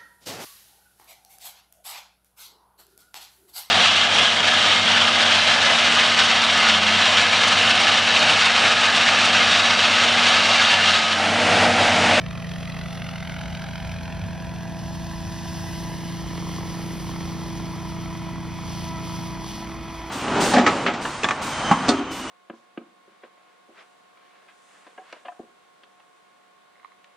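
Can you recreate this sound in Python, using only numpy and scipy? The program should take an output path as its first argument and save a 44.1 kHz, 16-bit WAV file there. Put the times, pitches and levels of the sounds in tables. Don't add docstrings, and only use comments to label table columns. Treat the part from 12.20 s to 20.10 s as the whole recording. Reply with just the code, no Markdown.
import sys
import numpy as np
from scipy import signal
from scipy.fft import rfft, irfft
from scipy.io import wavfile

SR = 44100
rng = np.random.default_rng(int(sys.argv[2]) if len(sys.argv) > 2 else 0)


def unload_wav(signal):
    wavfile.write(
        sys.argv[1],
        SR,
        np.round(np.clip(np.atleast_2d(signal).T, -1, 1) * 32767).astype(np.int16),
    )


N = 348390
TIME, BINS_HZ = np.arange(N) / SR, np.fft.rfftfreq(N, 1 / SR)
TAIL_PER_MAIN = 7.579
# (time [s], lag for the rotors [ms], lag for the blade tips [ms])
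ECHO_LAGS = [(0, 1.52, 1.52), (.6, 1.38, 1.38), (1.2, 1.23, 1.23), (2, 1.09, 1.12), (2.6, 1.03, 1.08),
             (3.6, .95, 1.03), (4.2, .83, .82), (4.6, .8, .79), (7.9, .79, .8)]


def from_db(db):
    return 10 ** (np.asarray(db) / 20)


def rms_one(x):
    return x / np.sqrt(np.mean(x ** 2) + 1e-20)


def in_time(rows):
    times, *columns = np.transpose(rows)
    return [np.interp(TIME, times, column) for column in columns]


def over_hz(points):
    hz, value = np.transpose(points)
    return np.interp(np.log(BINS_HZ + 1), np.log(hz), value)


def colour(x, spectrum):
    return rms_one(irfft(rfft(x) * from_db(over_hz(spectrum)), N))


def noise(spectrum):
    return colour(rng.standard_normal(N), spectrum)


def drift(rate):
    return rms_one(irfft(rfft(rng.standard_normal(N)) / (1 + (BINS_HZ / rate) ** 2), N))


def delayed(x, ms):
    fine = signal.resample_poly(x, up=4, down=1)
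    return np.interp(TIME - ms / 1000, np.arange(4 * N) / (4 * SR), fine)


def lows_late(x, corner_hz):
    tangent = np.tan(np.pi * corner_hz / SR)
    weight = (tangent - 1) / (tangent + 1)
    return signal.lfilter([weight, 1], [1, weight], x)


def cycles(per_s):
    return np.cumsum(per_s) / SR


def per_cycle(turn):
    return rng.uniform(-1.7, 1.7, size=1024)[np.round(turn).astype(int) % 1024]


def burst(turn, sharp, size_db):
    return rms_one(np.exp(sharp * np.cos(2 * np.pi * turn)) * from_db(size_db))


def pulsing(turn, share, sharp, uneven_db, accent_db=0):
    bursts = burst(turn, sharp, uneven_db * per_cycle(turn)) * from_db(accent_db)
    return np.sqrt(1 - share + share * bursts ** 2)


def swells(rows, calm_db):
    bells = [from_db(db) * np.exp(-(2 * (TIME - peak_s) / length) ** 2) for peak_s, length, db in rows]
    return np.sqrt(from_db(calm_db) ** 2 + sum(bell ** 2 for bell in bells))


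def turning(head_on, side_on, start_s=1, end_s=3.56):
    done = np.clip((TIME - start_s) / (end_s - start_s), 0, 1)
    return head_on + (side_on - head_on) * np.sin(np.pi * done / 2) ** 2


def over_grass(x, lag_ms, strength, soft_hz):
    echo = lows_late(delayed(x, lag_ms * (1 + 0.013 * drift(14))), soft_hz)
    return (x + strength * echo) / np.sqrt(1 + strength ** 2)


def at_microphones(x, fade_s=.12):
    # (frequency [Hz], left minus right [dB])
    balance = [(150, -1), (330, -2.2), (800, -1.8), (1500, -.2), (2200, -2.4), (3100, .8), (5000, -.4),
               (8000, 0)]
    # (frequency [Hz], phase lead [radians])
    left_lead = [(20, 0), (2700, 0), (4200, -.2), (5500, -1.1), (6200, -1.4), (7000, -2.95), (7500, -3.14),
                 (8400, -3.1), (9000, -2.4), (10200, -1), (10600, -.1), (12100, .1), (12600, 1.1),
                 (14200, 3), (15800, 3.9)]
    # (frequency [Hz], level [dB])
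    blur_spectrum = [(200, -16.5), (1000, -17.5), (2500, -15), (5000, -9), (8000, -64), (14000, -11)]
    left = from_db(over_hz(balance) / 2) * np.exp(.5j * over_hz(left_lead))
    echoes = rng.standard_normal((2, SR // 8)) * from_db(-60 * TIME[:SR // 8] / fade_s)
    blur = rfft(echoes / np.linalg.norm(echoes[0]), N) * from_db(over_hz(blur_spectrum))
    return irfft(rfft(x) * (np.array([left, 1 / left]) + blur), N)


def wind(calm_db=-43.5):
    # (peak time [s], length [s], strength [dB])
    gusts = [(1.12, 0.14, -35), (1.3, 0.21, -26.5), (1.75, 0.45, -29.5), (2.04, 0.17, -20.5),
             (2.26, 0.17, -26.5), (2.66, 0.055, -23), (2.82, 0.12, -28), (3.07, 0.073, -25),
             (3.37, 0.28, -26), (3.6, .1, -33), (4.05, 0.1, -30), (5.11, 0.16, -32), (7.16, 0.087, -37),
             (7.58, 0.084, -30)]
    # (frequency [Hz], level [dB])
    breeze_spectrum = [(10, -32), (28, 7), (42, 8), (55, 22.5), (80, 14.5), (130, -14), (250, 1),
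                       (600, -79)]
    # (frequency [Hz], level [dB])
    gust_spectrum = [(30, -7), (60, 1), (90, 18.5), (130, 2), (220, 2), (600, -101)]
    force = swells(gusts, calm_db + 3.2 * drift(4.6)) / from_db(calm_db)
    breeze_gain, gust_gain = from_db(-44) * force ** 0.23, from_db(-57.5) * force ** 1.08
    return sum(gain * (noise(spectrum) + 0.25 * np.array([noise(spectrum), noise(spectrum)]))
               for gain, spectrum in [(breeze_gain, breeze_spectrum), (gust_gain, gust_spectrum)])


def bird(start_s=5.33, length_s=.11, top_hz=7100, fall_hz=3250):
    done = np.clip((TIME - start_s) / length_s, 0, 1)
    note = np.sin(2 * np.pi * cycles(top_hz - fall_hz * done ** 2))
    return from_db(-51) * np.sin(np.pi * done) ** 2 * note


def engine(smear=.106):
    # (time [s], relative level [dB], unevenness [0-1])
    load = [(0, -32, 0.23), (3, -32, 0), (6.9, -31.5, 0), (7.08, -33, 0.3), (7.22, -34.5, 0.7),
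            (7.4, -40, 0.3), (7.57, -39.5, 0.1), (7.72, -43, 0.5), (7.9, -51, 0.1)]
    # (time [s], firing rate [1/s])
    speed = [(0, 28.47), (2.5, 28.52), (3.6, 28.39), (4.2, 28.48), (5.2, 28.56), (5.9, 28.46), (7.1, 28.53),
             (7.24, 31.5), (7.4, 31.3), (7.57, 29.9), (7.72, 27.8), (7.9, 24)]
    # (multiple of the firing rate, level [dB])
    exhaust_tones = [(2, -28), (3, -10), (4, -6.5), (5, -6.5), (6, 0.5), (7, -9.5), (8, -14.5), (9, -18),
                     (10, -30), (11, -24.5)]
    # (frequency [Hz], level [dB])
    puff_spectrum = [(50, -17), (110, 9), (180, -3.5), (250, 3.5), (330, -15), (600, -10), (2000, -104)]
    level_db, uneven = in_time(load)
    firings = .75 + cycles(in_time(speed)[0]) + 0.022 * uneven * drift(22)
    note = 0
    for multiple, db in exhaust_tones:
        gain = from_db(db + (0.73 + 1.5 * uneven) * drift(0.82))
        note += gain * np.cos(2 * np.pi * (multiple * firings + smear * multiple ** 2))
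    puffs = from_db(-45.5 + 0.17 * (level_db - level_db.max())) * noise(puff_spectrum)
    puffs *= pulsing(firings - .8, share=0.57, sharp=1.4, uneven_db=3)
    sound = from_db(level_db - 0.97) * rms_one(note) + puffs
    return np.array([from_db(-0.5) * sound, delayed(sound, ms=0.87)])


def controller_whistle(pitch_hz=10982):
    # (time [s], level [dB])
    loudness = [(0, -72), (.8, -65), (1.2, -77), (2.4, -75), (3.7, -75), (5.8, -75), (7.9, -79)]
    gain = np.sqrt(2) * from_db(in_time(loudness)[0] + 1.2 * drift(15))
    return gain * np.sin(2 * np.pi * cycles(pitch_hz + 14 * drift(60)))


def gear_whine(arrival_s=6.6):
    # (pitch [Hz], level at the start [dB], level in the hover [dB])
    tones = [(2495, -68, -56), (3350, -85, -62)]
    nearness = np.clip(TIME / arrival_s, 0, 1)
    whine = 0
    for hz, far_db, near_db in tones:
        gain = from_db(far_db + (near_db - far_db) * nearness + 0.92 * drift(8.7))
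        whine += gain * np.sin(2 * np.pi * cycles(hz * (1 + 0.00029 * drift(35))))
    return np.sqrt(2) * whine


def thump_and_hum(passes):
    # (multiple of the blade rate, side-on level [dB])
    thump_tones = [(2, -60), (3, -60), (4, -56), (5, -50)]
    # (pitch [Hz], relative level [dB])
    hum_tones = [(109.8, -50), (153.5, -55), (185.2, -53), (249.3, -52), (255, -55)]
    thump = sum(from_db(db + 3.3 * drift(1.6)) * np.cos(2 * np.pi * multiple * passes)
                for multiple, db in thump_tones)
    hum = sum(from_db(db - 3.5 + drift(1.7)) * np.sin(2 * np.pi * hz * TIME) for hz, db in hum_tones)
    return np.sqrt(2) * from_db(turning(-7, 0)) * (thump + hum)


def tail_rotor(passes):
    # (time [s], level [dB], bite [dB])
    steering = [(0, -1.5, -1.5), (1.3, -4.5, 7.5), (2.1, 1, 2), (3.3, 0, -0.5), (4.1, -.5, -3.5),
                (4.6, 0.5, -3.5), (4.8, 0.5, -8), (4.97, 1, -8), (5.25, 1.5, -6), (5.6, 0, .5),
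                (6.1, 0.5, 0.5), (6.2, -0.5, -3), (6.37, -3.5, 3.5), (6.5, -4.5, 6.5), (6.6, -4.5, 8.5),
                (6.72, -2, 13), (7, -.5, 2.5), (7.15, -0.5, 5), (7.28, -0.5, -3), (7.4, -1, 3),
                (7.6, 1.5, -4.5), (7.83, -3, 8.5), (7.9, 1.5, -2)]
    # (time [s], depth [0-1])
    wake_depth = [(0, .3), (3, .5), (4.2, 1), (5.2, .95), (5.7, .7), (6.6, .4), (7.9, .45)]
    # (multiple of the blade rate, head-on level [dB], side-on level [dB], share of bite [0-1])
    tones = [(1, -58.5, -39.5, 0), (2, -48, -46, 0.52), (3, -61, -48.5, 0.94), (4, -61, -56.5, 0.59),
             (5, -66, -59, 0.2), (6, -61.5, -61, 0.65)]
    effort_db, bite_db = in_time(steering)
    wake, = in_time(wake_depth)
    shaken = passes + 0.014 * drift(27)
    drone = 0
    for multiple, head_on_db, side_on_db, bite_share in tones:
        level_db = turning(head_on_db, side_on_db) + effort_db + bite_share * bite_db
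        gain = from_db(level_db + 0.5 * multiple * drift(6.2))
        roughness = min(0.033 * multiple ** 2, .55) * wake * (drift(49) + 1j * drift(37))
        drone += gain * np.imag((1 + roughness) * np.exp(2j * np.pi * multiple * shaken))
    return over_grass(np.sqrt(2) * drone, in_time(ECHO_LAGS)[0], strength=0.47, soft_hz=2760)


def tip_swirls(calm_db=-74):
    # (peak time [s], length [s], level [dB])
    whistles = [(2.68, .25, -53), (3.35, 0.75, -47.5)]
    # (frequency [Hz], level [dB])
    whistle_spectrum = [(3500, -25), (4600, -5), (5350, 3), (5900, -.5), (6500, -4), (7300, -3),
                        (9500, -22)]
    # (peak time [s], length [s], level [dB])
    sizzles = [(3.55, 0.7, -53), (4.75, 0.46, -52)]
    # (frequency [Hz], level [dB])
    sizzle_spectrum = [(5500, -20), (7500, 3), (9000, 2.5), (10200, -1), (12000, -4), (15700, -13)]
    whistle = swells(whistles, calm_db) * noise(whistle_spectrum)
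    return whistle + swells(sizzles, calm_db) * noise(sizzle_spectrum)


def tip_hiss(passes):
    # (time [s], relative level [dB])
    loudness = [(0, -56), (.35, -51), (.75, -50.5), (1.2, -51.5), (1.5, -51), (2.05, -53), (2.45, -52.5),
                (2.6, -49), (2.85, -48.5), (3.4, -46), (4.1, -46.5), (4.3, -45), (4.9, -46), (5.5, -47),
                (6.25, -51), (6.5, -45.5), (6.67, -43), (6.78, -48.5), (6.87, -42.5), (7.08, -44.5),
                (7.16, -49.5), (7.29, -42.5), (7.42, -47), (7.58, -51), (7.9, -50.5)]
    # (frequency [Hz], level [dB])
    spectrum = [(1500, -25), (3000, 2), (3500, 2), (3950, -2), (4350, 2), (4650, 0), (5000, 4), (5280, 0),
                (5750, 4), (6300, -2), (6800, -1), (8000, -5.5), (9000, -7), (10000, -8.5), (12500, -16.5),
                (15700, -12.5)]
    hiss = from_db(in_time(loudness)[0] + 2 + drift(18)) * noise(spectrum)
    hiss *= pulsing(passes - turning(.05, 0), share=turning(0.51, 0.064), sharp=1.14, uneven_db=0.5)
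    return hiss * pulsing(passes * TAIL_PER_MAIN / 3, share=0.12, sharp=2.5, uneven_db=4)


def blade_slaps(passes, accent_db):
    # (time [s], relative level [dB])
    loudness = [(0, -53.5), (.8, -58), (1.6, -53.5), (2.3, -46), (3.1, -59), (3.65, -43), (3.95, -47),
                (4.3, -39.5), (4.8, -42.5), (5.6, -45), (6.1, -55), (6.6, -46), (7.2, -49.5), (7.5, -49.5),
                (7.9, -51)]
    # (frequency [Hz], level [dB])
    spectrum = [(40, -27), (130, 1), (260, 7), (440, 8.5), (600, 3), (1000, -8), (1500, -19), (3000, -31),
                (8000, -68)]
    clicks = np.diff(np.floor(passes + 0.0034 * drift(17)), prepend=np.floor(passes[0]))
    smacks = colour(clicks * from_db(1.6 * per_cycle(passes) + .3 * accent_db), spectrum)
    for _ in range(10):
        smacks = lows_late(smacks, corner_hz=495)
    return from_db(in_time(loudness)[0] + .5) * smacks


def blade_air(passes, accent_db):
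    # (time [s], relative wash level [dB], relative swish level [dB])
    loudness = [(0, -48, -43.5), (.6, -46, -41), (1.3, -45.5, -40.5), (2.1, -48, -44), (2.7, -48, -49.5),
                (3.5, -48, -45), (3.95, -48, -46.5), (4.3, -46.5, -45), (5.1, -46.5, -47), (6.2, -47, -46),
                (6.7, -46.5, -45.5), (7.2, -47, -47), (7.9, -45, -44)]
    # (frequency [Hz], level [dB])
    wash_spectrum = [(150, -9), (300, 0.5), (500, -4.5), (750, -1), (1000, -1), (1300, -7), (1800, -6.5),
                     (4000, -58)]
    # (frequency [Hz], level [dB])
    swish_spectrum = [(500, -10.5), (1000, -5), (1500, -0.5), (2200, 0.5), (3200, -4), (4200, -10.5),
                      (6000, -21), (12000, -54)]
    wash_db, swish_db = in_time(loudness)
    wash_passes, crack_passes = passes + turning(0.11, 0), passes - turning(.14, 0)
    wash = from_db(wash_db + 3.5 + 0.52 * drift(10)) * noise(wash_spectrum)
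    wash *= pulsing(wash_passes, share=0.36, sharp=turning(2, 2.76), uneven_db=1.2,
                    accent_db=accent_db * turning(0, 0.9))
    swish = from_db(swish_db + turning(-1, -1.26) + 0.48 * drift(19)) * noise(swish_spectrum)
    swish *= pulsing(passes, share=turning(0.68, 0.1), sharp=4.8, uneven_db=2.2,
                     accent_db=0.22 * accent_db)
    crack = from_db(swish_db + turning(-5.5, -17) + accent_db * turning(1, 2)) * noise(swish_spectrum)
    crack *= burst(crack_passes, sharp=12, size_db=.7 * per_cycle(passes))
    return wash + swish + crack


def main_rotor(passes):
    # (time [s], accent [dB])
    hard_passes = [(.018, 4), (.065, 7.5), (.111, 8), (.314, 5.5), (.82, 3), (.89, 3), (1.213, 3),
                   (1.35, 4), (1.42, 5), (4.157, 5), (4.178, 6.5), (4.295, 3), (4.385, 3), (4.41, 3),
                   (4.961, 5), (5.006, 7.5), (5.4, 2), (7.105, 4), (7.47, 5)]
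    pass_number = np.round(passes)
    accent_db = sum(db * (pass_number == np.interp(at_s, TIME, pass_number).round())
                    for at_s, db in hard_passes)
    air = blade_air(passes, accent_db)
    tips = tip_hiss(passes) + tip_swirls()
    slaps = blade_slaps(passes - 0.035, accent_db)
    rotor_ms, tips_ms = in_time(ECHO_LAGS)
    blades = over_grass(air + slaps, rotor_ms, strength=0.41, soft_hz=1930)
    return blades + over_grass(tips, tips_ms, strength=turning(.14, .08), soft_hz=1420)


def scene():
    # (time [s], blade passes [1/s])
    tail_speed = [(0, 329.5), (2.2, 329.4), (3.3, 330.2), (4.4, 328.7), (5.5, 329.4), (6.6, 328.1),
                  (7.5, 329.5), (7.9, 329.5)]
    tail_passes = cycles(in_time(tail_speed)[0])
    main_passes = tail_passes / TAIL_PER_MAIN + 0.3177
    rotors = main_rotor(main_passes) + tail_rotor(tail_passes)
    tones = thump_and_hum(main_passes) + gear_whine() + controller_whistle()
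    return at_microphones(rotors + tones + bird()) + engine() + wind()


def record(dry):
    cutoff_hz = 15750
    return signal.sosfilt(signal.ellip(12, .1, 90, cutoff_hz, fs=SR, output="sos"), dry)


dry = scene()
out = record(dry)
unload_wav(out)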